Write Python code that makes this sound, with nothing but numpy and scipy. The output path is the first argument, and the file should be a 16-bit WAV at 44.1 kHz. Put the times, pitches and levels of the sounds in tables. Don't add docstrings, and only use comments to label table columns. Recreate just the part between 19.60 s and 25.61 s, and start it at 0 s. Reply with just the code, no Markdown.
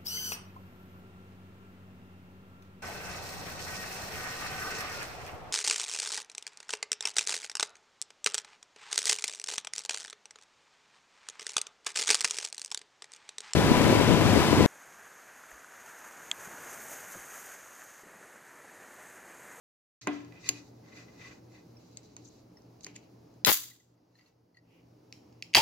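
import sys
import numpy as np
from scipy import signal
from scipy.fft import rfft, irfft
from scipy.io import wavfile
from scipy.ndimage import uniform_filter1d

SR = 44100
rng = np.random.default_rng(int(sys.argv[2]) if len(sys.argv) > 2 else 0)


def amplitude_ratio(level_db):
    exponent = np.asarray(level_db, float) / 20
    return 10 ** exponent


def dump_mix(stems):
    frames = np.atleast_2d(stems).T
    limited = np.clip(frames, -1, 1)
    pcm = np.round(limited * 32767).astype(np.int16)
    wavfile.write(sys.argv[1], SR, pcm)


N = 265041
CLOCK = np.arange(N) / SR
SIDES = np.array([[1], [-1]])

START_S, VENT_S, GRIP_S = .411, 4., 5.05

# (frequency [Hz], level [dB], relative ring time [1])
CAN = [(1650, -33, .7), (2020, 0, 1.1), (2310, -2, 1.1), (2540, 0.5, 1.1), (2760, 5, 0.57),
       (3140, 7.5, 0.3), (4000, 2.5, 0.42), (4640, 7, .9), (5330, -8, 1.2), (5880, -4.5, .8),
       (6570, 3.5, .9), (7060, 5, 0.52), (8420, -20.5, .6), (9600, 0, 1.6), (10900, 8.5, .6),
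       (12400, -4.5, 0.49), (14500, -3.5, .4)]


def unit(x):
    return x / np.sqrt(np.mean(x ** 2))


def band(x, lo_hz, hi_hz):
    edges_hz = [lo_hz, min(hi_hz, .45 * SR)]
    return signal.sosfilt(signal.butter(3, edges_hz, "band", fs=SR, output="sos"), x)


def ring(x, peaks):
    total = 0
    for hz, width, db in peaks:
        resonance = signal.lfilter(*signal.iirpeak(hz, hz / width, SR), x)
        total = total + amplitude_ratio(db) * np.sqrt(100 / width) * resonance
    return total


def pair(shared):
    mid, side = rng.standard_normal((2, N))
    return np.sqrt((1 + shared) / 2) * mid + np.sqrt((1 - shared) / 2) * side * SIDES


def over_pitch(table):
    f = np.maximum(np.arange(N // 2 + 1) * SR / N, 1)
    hz, value = np.transpose(table)
    return np.interp(np.log(f), np.log(hz), value)


def colour(x, table):
    return irfft(rfft(x) * amplitude_ratio(over_pitch(table)), N)


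def flicker(rate, depth_db):
    hold = int(SR / rate)
    levels = np.repeat(rng.standard_normal(N // hold + 1), hold)
    return amplitude_ratio(depth_db * uniform_filter1d(levels, hold)[:N])


def hump(peak, swell, die, db):
    return amplitude_ratio(db - 20 * np.maximum((peak - CLOCK) / swell, (CLOCK - peak) / die))


def die_away(t, t60):
    return np.exp(-np.log(1000) * t / t60)


def add(out, s, sound):
    i = int(s * SR)
    out[..., i:i + sound.shape[-1]] += sound[..., :N - i]


def strike(hz, db, t60, rise_s):
    t = np.arange(int(.4 * SR)) / SR
    phase, lag, *blends_db = rng.standard_normal((4, len(hz), 1))
    push = 1 - np.exp(-(t / rise_s) ** 2)
    envelope = push * die_away(t, t60[:, None]) * amplitude_ratio(db[:, None])
    turn = 2 * np.pi * (hz[:, None] * t + phase)
    ports = [(envelope * amplitude_ratio(1.5 * blends_db[k]) * np.sin(turn + k * .4 * lag)).sum(0) for k in range(2)]
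    sound = np.array(ports)
    return sound / np.abs(sound).max()


def phone_gain():
    # (time [s], gain [dB])
    gain_points = [
        (0.7, 1),
        (2.8, -1.5),
        (3.8, -3),
        (4.2, -13.5),
        (5.0, -13.5),
        (5.1, -7),
        (5.28, -4.5),
        (6.0, -4.5),
    ]
    return amplitude_ratio(np.interp(CLOCK, *np.transpose(gain_points)))


def room_tone():
    # (frequency [Hz], density [dB per Hz])
    tone_colour = [(15, -54.5), (25, -24.5), (87, -7.5), (120, -4.5), (145, -13), (170, -6), (317, -3),
                   (354, -7.5), (818, -14.5), (1740, -32), (3520, -37), (5000, -29), (6740, -36.5),
                   (8140, -53.5), (16000, -39.5)]
    # (frequency [Hz], correlation [1])
    tone_shared = [(60, 0.84), (130, 1), (290, 0.87), (640, -0.24), (1410, 0.2), (3100, 0.0), (6820, 1),
                   (15000, -0.03)]
    # (frequency [Hz], width [Hz], level [dB])
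    drone = [(169, 8, -7.5), (299, 22, -8), (432, 20, -16)]
    # (frequency [Hz], width [Hz], level [dB])
    whine = [(4878, 250, -2.5), (860, 300, 9)]
    tone_db, hum_db = -56.7, -63
    hum_hz, beat_hz, beat_null_s = 119.95, 4.13, .8

    alike = np.clip(over_pitch(tone_shared), -.9, .98)
    mid, side = rfft(rng.standard_normal((2, N)))
    noise = irfft(np.sqrt(1 + alike) * mid + np.sqrt(1 - alike) * side * SIDES, N)
    air = unit(colour(noise, tone_colour)) * flicker(5, 0.9)
    air = air + amplitude_ratio(-5) * unit(ring(pair(1.0), drone))
    air = air + amplitude_ratio(-31) * unit(ring(pair(.1), whine))
    lift = flicker(3, 1.5) * phone_gain() ** -.12
    upper = signal.sosfilt(signal.butter(1, 600, "high", fs=SR, output="sos"), air)
    air = air + (lift - 1) * upper

    turn = 2 * np.pi * (CLOCK - beat_null_s)
    hum = np.sin(turn * (hum_hz + beat_hz / 2))
    hum = hum - flicker(2.5, 2.5) * np.sin(turn * (hum_hz - beat_hz / 2))
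    return phone_gain() * (amplitude_ratio(tone_db) * air + amplitude_ratio(hum_db) * np.sqrt(2) * hum)


def contact():
    # (start [s], end [s], base scraping [dB], skin on the shell [dB])
    slides = [(0.75, 0.84, -62, -67), (0.92, 0.99, -60, -55), (1.0, 1.08, -74, -65), (1.28, 1.36, -61, -63),
              (1.37, 1.41, -55, -56), (1.46, 1.56, -67, -66.5), (1.615, 1.73, -55, -56.5),
              (1.93, 2.0, -67, -66), (2.2, 2.54, -76, -68), (2.6, 2.8, -78, -67), (3.3, 3.45, -70, -72),
              (4.58, 4.68, -75, -74), (5.12, 5.2, -70, -82), (5.56, 5.8, -78, -79)]
    # (peak [s], 20 dB swell [s], 20 dB die [s], base scraping [dB], skin [dB])
    brushes = [(0.414, .004, .06, -53, -47), (0.473, .008, .14, -48, -58), (0.535, .04, .2, -56, -55),
               (0.893, .09, .05, -49, -41), (2.375, .02, .06, -64, -58), (2.432, .01, .1, -71, -61),
               (2.57, .01, .1, -66, -61), (2.653, .02, .08, -76, -59), (3.209, .01, .08, -83, -60),
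               (3.27, .03, .09, -55, -59), (3.36, .03, .06, -57, -56), (4.974, .05, .04, -74.5, -79.5),
               (5.527, .005, .14, -65, -63), (5.826, .005, .1, -62, -62), (5.91, .1, .01, -76, -68)]
    # (time [s], time [s])
    hush_s = (3.82, 5.925)
    hold_scrape_db, hold_skin_db, hold_fine_db = -81, -74, -83.5
    edge_s = .085
    fine_db, slack_db = -22.5, 10.5

    strokes = []
    for start, end, scrape_db, skin_db in slides:
        begun = hump(start, edge_s, edge_s, 0) + (CLOCK > start)
        lasting = hump(end, edge_s, edge_s, 0) + (CLOCK < end)
        strokes.append((np.minimum(begun, lasting).clip(0, 1), scrape_db, skin_db))
    for peak, swell, die, scrape_db, skin_db in brushes:
        strokes.append((hump(peak, swell, die, 0), scrape_db, skin_db))

    scrape = amplitude_ratio(hold_scrape_db) * phone_gain()
    skin = amplitude_ratio(hold_skin_db) * phone_gain() ** 2.1
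    for shape, scrape_db, skin_db in strokes:
        scrape = np.maximum(scrape, amplitude_ratio(scrape_db) * shape)
        skin = np.maximum(skin, amplitude_ratio(skin_db) * shape)
    fine = amplitude_ratio(fine_db + slack_db * (CLOCK > VENT_S)) * np.sqrt(scrape * skin)
    fine = np.maximum(fine, amplitude_ratio(hold_fine_db) * phone_gain())
    awake = 1 - sum((CLOCK > s) & (CLOCK < s + .03) for s in hush_s)
    return awake * scrape, awake * skin, awake * fine


def hands():
    # (frequency [Hz], width [Hz], level [dB])
    full_modes = [(1110, 70, -9), (2025, 65, 2), (3480, 150, -12)]
    # (frequency [Hz], width [Hz], level [dB])
    slack_modes = [(1050, 600, -9), (1972, 100, -11), (2210, 40, -17), (2660, 150, -12.5)]
    # (frequency [Hz], width [Hz], level [dB])
    rim_modes = [(2380, 60, -4), (2490, 70, 0)]
    # (time [s], level [dB])
    rest = [(.5, -2), (.72, -4), (.78, 4), (.87, 0), (.96, 6), (1.05, -3), (1.32, -9), (1.39, -1),
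            (1.5, -6), (1.68, -3), (2., -4)]
    # (frequency [Hz], width [Hz], level [dB])
    skin_modes = [(4050, 90, 5.5), (4515, 70, 4.5), (6060, 120, 3), (7070, 110, -14)]
    slide_ends_s = 2.1

    scrape_gain, skin_gain, fine_gain = contact()
    slips = amplitude_ratio(3.2 * rng.exponential(size=N)) * flicker(90, 2.5) * pair(.3)
    rim = amplitude_ratio(np.interp(CLOCK, *np.transpose(rest))) * unit(ring(slips, rim_modes))
    full = unit(ring(slips, full_modes)) + rim
    slack = unit(ring(slips, slack_modes))
    shell = amplitude_ratio(-1.5) * flicker(25, 2.) * np.where(CLOCK < VENT_S, full, slack)

    held = (CLOCK > slide_ends_s) & (CLOCK < VENT_S) | (CLOCK > GRIP_S)
    rasp = pair(.2)
    broad, woody = unit(band(rasp, 2000, 3050)), unit(band(rasp, 1150, 1750))
    free = band(shell, 850, 4500) + amplitude_ratio(-11) * broad + amplitude_ratio(-10.5) * woody
    scrape = np.where(held, amplitude_ratio(-2) * broad, free)

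    whisper = unit(band(band(pair(.1), 3500, 7500), 3500, 7500))
    skin = amplitude_ratio(-3) * unit(ring(slips, skin_modes)) + whisper
    fine = unit(band(pair(0.032), 9400, 16000))
    rub = amplitude_ratio(-4.0) * skin_gain * skin + amplitude_ratio(1.5) * fine_gain * fine
    return scrape_gain * scrape + flicker(40, 1.5) * rub


def tab():
    # (time [s], level [dB])
    tab_rings = [
        (5.5255, -65),
        (5.824, -62.5),
    ]
    # (frequency [Hz], width [Hz], level [dB])
    tab_modes = [(5350, 110, 2), (3140, 150, -4), (6890, 150, -11)]
    buzz = unit(ring(pair(.5), tab_modes))
    fade = sum(amplitude_ratio(db) * (CLOCK > s) * die_away(np.abs(CLOCK - s), 0.45) for s, db in tab_rings)
    return fade * buzz


def squeaks():
    # (peak [s], 20 dB swell [s], 20 dB die [s], level [dB])
    skids = [
        (2.652, .012, .02, -58),
        (2.675, .015, .015, -61),
        (2.687, .012, .008, -59),
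        (3.236, .012, .01, -58),
    ]
    # (frequency [Hz], width [Hz], level [dB])
    chirr_modes = [(6350, 300, 0), (7000, 400, -6)]
    chirr = unit(band(ring(pair(.4), chirr_modes), 5300, 7500))
    return sum(hump(*row) for row in skids) * flicker(300, 4) * chirr


def knocks():
    # (time [s], peak [dB], thud t60 [s], table ring [dB])
    base_knocks = [
        (0.471, -19, 0.016, -6),
        (0.477, -23, 0.012, -13),
        (0.8895, -35, 0.01, -3),
        (2.566, -48, 0.027, -6),
        (3.265, -43, 0.027, -6),
        (3.849, -37, 0.02, -8),
        (5.972, -24, .02, -8),
    ]
    # (frequency [Hz], level [dB], t60 [s])
    table_modes = [(237, -5, .25), (268, -10, .35), (292, 5, 0.55), (323, -8, .25), (371, -5, 0.38),
                   (427, -3, 0.25), (495, -10, 0.17), (583, -11, .2), (662, -8, .12), (740, -2, .15),
                   (883, -12, .4), (1090, -7, 0.15)]
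    out = np.zeros((2, N))
    hz, db, t60 = np.transpose(table_modes)
    rustle = unit(band(signal.lfilter([1], [1, -.9], pair(0.29)), 250, 3600))
    t = np.arange(int(.4 * SR)) / SR
    thud_db = db + 4 * np.log2(hz / 300)
    for s, peak_db, thud_s, ring_db in base_knocks:
        thud_t60 = np.full(len(hz), max(thud_s, .003))
        add(out, s, amplitude_ratio(peak_db) * strike(hz * 1.337, thud_db, thud_t60, 0.00042))
        add(out, s + .004, amplitude_ratio(peak_db + ring_db) * strike(hz, db, t60, 0.0029))
        piece = rustle[:, int(s * SR / 2):][:, :len(t)]
        add(out, s, amplitude_ratio(peak_db - 21) * piece * die_away(t, 0.52))
    return out


def touch(low_hz, high_hz, high_db, top_db, t60, spread, rise_s):
    hz, db, long = np.transpose(CAN)
    near_low = amplitude_ratio(-9 * (np.log(hz / low_hz) / spread) ** 2)
    near_high = amplitude_ratio(high_db - 25 * (np.log(hz / high_hz) / spread) ** 2)
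    share = np.where(hz < 9000, 20 * np.log10(near_low + near_high + amplitude_ratio(-23.5)), top_db + 8)
    modes_hz = np.append(hz, [low_hz, high_hz])
    modes_db = np.append(db + share, [-3, high_db])
    return strike(modes_hz, modes_db, t60 * np.append(long, [1.6, 1.6]), rise_s)


def ticks():
    # (time [s], peak [dB], strongest low mode [Hz], high mode [Hz],
    # high over low [dB])
    hard_ticks = [(0.4132, -32, 2030, 6040, 17), (0.4725, -22, 2020, 6570, -9), (0.648, -50, 5300, 7060, 3),
                  (0.8897, -9, 2560, 6700, 11), (0.8912, -20, 4100, 4600, 0), (2.3718, -27, 4400, 7300, 8),
                  (2.566, -33, 1950, 6670, 7), (3.0197, -55, 1580, 5700, 10), (3.208, -46, 3800, 6140, 8),
                  (3.233, -44, 5900, 6800, 3), (3.2385, -44, 5900, 6600, 3), (3.2453, -26, 5300, 6670, 2),
                  (3.2658, -29, 1900, 6200, 4), (3.356, -44, 2700, 7060, 2), (3.3605, -36, 2760, 6570, 3),
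                  (3.363, -34, 2330, 7000, 4), (3.74, -58, 4700, 6500, 2), (3.8481, -16, 3900, 6570, -3),
                  (5.5253, -33, 2200, 5440, 3), (5.726, -56, 2400, 5400, 3), (5.824, -25, 2800, 5410, -3),
                  (5.9385, -19.5, 2700, 5310, -5), (5.9481, -1, 2900, 4640, 3),
                  (5.9612, -9, 2820, 4700, -5), (5.9655, -12, 2310, 3500, -4), (5.9672, -5, 2900, 4600, 3),
                  (5.9335, -37, 2300, 5200, -22),
        (5.9505, -8, 2250, 4660, 6),
        (5.9528, -2, 2360, 4640, -13),
    ]
    # (time [s], peak [dB], low mode [Hz], high mode [Hz], high over low [dB])
    pings = [(1.3371, -55, 2020, 4470, -16), (1.3715, -42.5, 2010, 4610, -7),
             (2.1667, -54.5, 2460, 5470, 12), (2.9694, -50, 1890, 5400, 3), (3.9255, -24, 2010, 6900, 0),
             (4.0354, -49, 1980, 3840, -9), (4.1094, -49, 1940, 3920, -8), (4.1994, -58, 1950, 6380, -4),
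             (4.3774, -71, 1950, 4840, -5.5), (4.5523, -56, 1824, 4160, -2), (4.5867, -56, 1960, 4380, -6),
             (4.6094, -55.5, 1965, 4650, -5), (4.6594, -61, 2740, 4330, 5.5),
             (4.9439, -59, 1943, 4340, -5.5), (4.9688, -49, 1905, 4330, -12), (4.9849, -61, 1910, 4880, -6)]
    # (peak [dB], top [dB])
    spark_points = [(-30, -30), (-22, -30), (-17, -22), (-7, -14), (-3, -25)]
    cover_db = -6

    out = np.zeros((2, N))
    t = np.arange(2000) / SR
    for s, peak_db, low_hz, high_hz, high_db in hard_ticks:
        top_db = np.interp(peak_db, *np.transpose(spark_points)) + cover_db * (s > GRIP_S)
        mid, side = rng.standard_normal((2, len(t)))
        snap = band((mid + 0.59 * side * SIDES) * np.exp(-t / .0006), 1600, 8100)
        spark = band(side * np.exp(-t / 0.00081), 8000, 16000)
        modes = touch(low_hz, high_hz, high_db, top_db, t60=0.011, spread=0.4, rise_s=0.00021)
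        thin = strike(np.array([high_hz]), np.zeros(1), np.array([.12]), .001)
        add(out, s, amplitude_ratio(peak_db + top_db + 2) * spark)
        add(out, s, amplitude_ratio(peak_db - 7) * snap)
        add(out, s, amplitude_ratio(peak_db) * modes)
        add(out, s, amplitude_ratio(peak_db + min(high_db, 0) - 27) * thin)
    for s, peak_db, low_hz, high_hz, high_db in pings:
        modes = touch(low_hz, high_hz, high_db, -41, t60=.038, spread=.08, rise_s=0.0012)
        add(out, s, amplitude_ratio(peak_db) * modes)
    return band(out, 1700, 19000)


def seal():
    # (frequency [Hz], level [dB])
    lid_modes = [(1940, -13), (2630, -11), (3620, -4), (4020, 1), (5050, -6), (5750, -9), (6500, -6),
                 (7290, -10)]
    # (time [s], peak [dB])
    cracks = [
        (3.8478, -7),
        (3.8513, -22),
        (3.8593, -17),
    ]
    out = np.zeros((2, N))
    hz, db = np.transpose(lid_modes)
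    for s, peak_db in cracks:
        add(out, s, amplitude_ratio(peak_db) * strike(hz, db, np.full(len(hz), .016), .0004))
    return out


def jet():
    # (time [s], level [dB])
    flow_points = [
        (3.849, -12),
        (3.854, -16),
        (3.859, -16),
        (3.862, -4),
        (3.897, -2),
        (3.929, 0),
        (3.957, -10),
        (4.225, -50),
        (4.35, -64),
    ]
    # (frequency [Hz], density [dB per Hz])
    jet_top = [(4410, -34.5), (7500, -10), (8110, -19), (9570, -5.5), (10400, 1.5), (12000, 0), (15100, 5),
               (16300, -10.5)]
    # (frequency [Hz], width [Hz], level [dB])
    slit_modes = [(3750, 700, -4), (4750, 800, -2), (6150, 800, -3), (7000, 900, -1)]
    # (peak [s], 20 dB swell [s], 20 dB die [s], level [dB])
    splutter = (3.89, .06, .06, -28)
    jet_db, roar_db, rumble_db = -25, -29, -38
    jet_power, roar_power = 1.2, .93

    s, db = np.transpose(flow_points)
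    flow = amplitude_ratio(np.interp(CLOCK, s, db, left=-200, right=-200))
    pan = amplitude_ratio(np.interp(CLOCK, (3.86, 3.93), (7, 2)))
    balance = np.array([np.sqrt(pan), 1 / np.sqrt(pan)])
    hiss = amplitude_ratio(jet_db) * flow ** jet_power * unit(colour(pair(.1), jet_top)) * balance

    whistle = unit(band(ring(pair(.05), slit_modes), 2600, 8200))
    wet = hump(*splutter) * (CLOCK > s[0]) * amplitude_ratio(np.array([[0], [-17]]))
    low = amplitude_ratio(rumble_db) * flow ** roar_power + wet
    rumble = amplitude_ratio(-4) * low * unit(band(pair(.1), 1000, 3000))
    roar = amplitude_ratio(roar_db) * flow ** roar_power * whistle + rumble
    return amplitude_ratio(2.5) * flicker(200, 2.) * (hiss + amplitude_ratio(-1.0) * roar)


def spits():
    # (time [s], peak [dB], swing back [dB])
    gusts = [(3.8691, -10.5, -2), (3.8711, -12, -13), (3.8731, -7, -14), (3.874, -8.5, 1),
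             (3.8753, -14, -14), (3.8771, -12, -12), (3.8784, -14, -10), (3.8789, -13, -7),
             (3.8803, -8, -1), (3.8809, -6.5, -4), (3.8819, -16, -12), (3.8843, -6, -7),
             (3.8873, -11.5, -10), (3.8883, -10, -3), (3.8893, -9, -4), (3.8897, -14, 0),
             (3.8912, -13.5, -12), (3.8921, -8, -5), (3.893, -9, -8), (3.8956, -6.5, -4), (3.8978, -7, -9),
             (3.8982, -13, 0), (3.9014, -8.5, -8), (3.9062, -16.5, -9), (3.9072, -14, -8),
             (3.9125, -14, -10), (3.9175, -8.5, -7)]
    port_hz, port_db, port_s = 3700, -8, .0005
    lead_s = .0003
    out = np.zeros((2, N))
    t = np.arange(300) / SR
    push = np.exp(-((t - lead_s) / .00005) ** 2)
    late = np.maximum(t - .00037, 0) / 0.00017
    swing = np.e * late * np.exp(-late)
    cavity = amplitude_ratio(port_db) * np.exp(-t / port_s) * np.sin(2 * np.pi * port_hz * (t - lead_s))
    for s, peak_db, back_db in gusts:
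        gust = cavity + 1.5 * push - amplitude_ratio(back_db) * swing
        add(out, s - lead_s, amplitude_ratio(peak_db) * gust * np.array([[1], [.02]]))
    return out


def boom():
    # (time [s], level [dB], from [Hz], to [Hz], glide [s], t60 [s])
    neck = (5.976, -24, 760, 930, .012, .25)
    s, db, from_hz, to_hz, glide, t60 = neck
    t = np.maximum(CLOCK - s, 0)
    turn = 2 * np.pi * (to_hz * t + (from_hz - to_hz) * glide * (1 - np.exp(-t / glide)))
    return amplitude_ratio(db) * flicker(90, 2.5) * die_away(t, t60) * np.sin(turn)


def tear():
    # (time [s], peak [dB])
    gulp_times = [
        (5.9527, -18),
        (5.972, -15),
    ]
    tear_s, gape_s = 5.949, 5.972
    mouth_hz, mouth_width_hz = 900, 60

    torn = CLOCK > tear_s
    slips = flicker(300, 2.1)
    lid_modes = [(hz, 260, db) for hz, db, _ in CAN[:9]]
    lid = hump(gape_s, .1, .1, -15) * unit(ring(slips * pair(0.3), lid_modes))
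    top = hump(tear_s, .01, .11, -30.5) * unit(band(slips * pair(.1), 8500, 16000))
    mouth = hump(gape_s, .066, .3, -27) * unit(ring(pair(0.38), [(mouth_hz, mouth_width_hz, 0)]))
    wood = hump(gape_s, .03, .07, -29) * unit(band(pair(.85), 100, 600))

    gulps = np.zeros((2, N))
    gulp_hz, gulp_db = mouth_hz * np.array([.75, 1., 1.3]), np.array([-3., 0., -4.])
    for s, peak_db in gulp_times:
        add(gulps, s, amplitude_ratio(peak_db) * strike(gulp_hz, gulp_db, np.full(3, .02), 0.00069))
    return torn * (amplitude_ratio(-6) * lid + top + amplitude_ratio(-6) * mouth + wood) + gulps + boom()


def room(x):
    room_t60_s, room_dull_hz, room_db = 0.31, 6000, -13
    t = np.arange(int(.7 * SR)) / SR
    noise = rng.standard_normal((2, len(t))) * (t > .003) * die_away(t, room_t60_s)
    dull = signal.lfilter(*signal.butter(1, room_dull_hz, fs=SR), noise)
    tail = dull + (noise - dull) * np.exp(-t / .05)
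    tail = tail / np.sqrt(np.sum(tail ** 2) / 2)
    return amplitude_ratio(room_db) * signal.fftconvolve(x.mean(0)[None], tail, axes=1)[:, :N]


def scene():
    can = ticks() + seal() + jet() + tear()
    base = band(knocks(), 140, 9000)
    gusts = band(spits(), 45, 18000)
    can[1] = np.where(CLOCK < GRIP_S, np.roll(can[1], 3), np.roll(can[1], 1))
    base[1] = np.roll(base[1], 5)
    swell = np.clip((CLOCK - START_S) / 0.04, 0, 1)
    background = swell * room_tone() + hands() + tab() + squeaks()
    return background + can + base + gusts + room(can + base + amplitude_ratio(-12) * gusts)


def low_pass(x):
    return signal.sosfilt(signal.butter(12, 16660, fs=SR, output="sos"), x)


def record(dry):
    ceiling, top_hz = .95, 15900
    faded = dry * np.clip((CLOCK - START_S) / .006, 0, 1) ** 2
    rounded = faded / (1 + (faded / ceiling) ** 4) ** .25
    heard = signal.sosfilt(signal.ellip(10, .2, 70, top_hz, fs=SR, output="sos"), rounded)
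    return low_pass(heard)


dry = scene()
out = record(dry)
dump_mix(out)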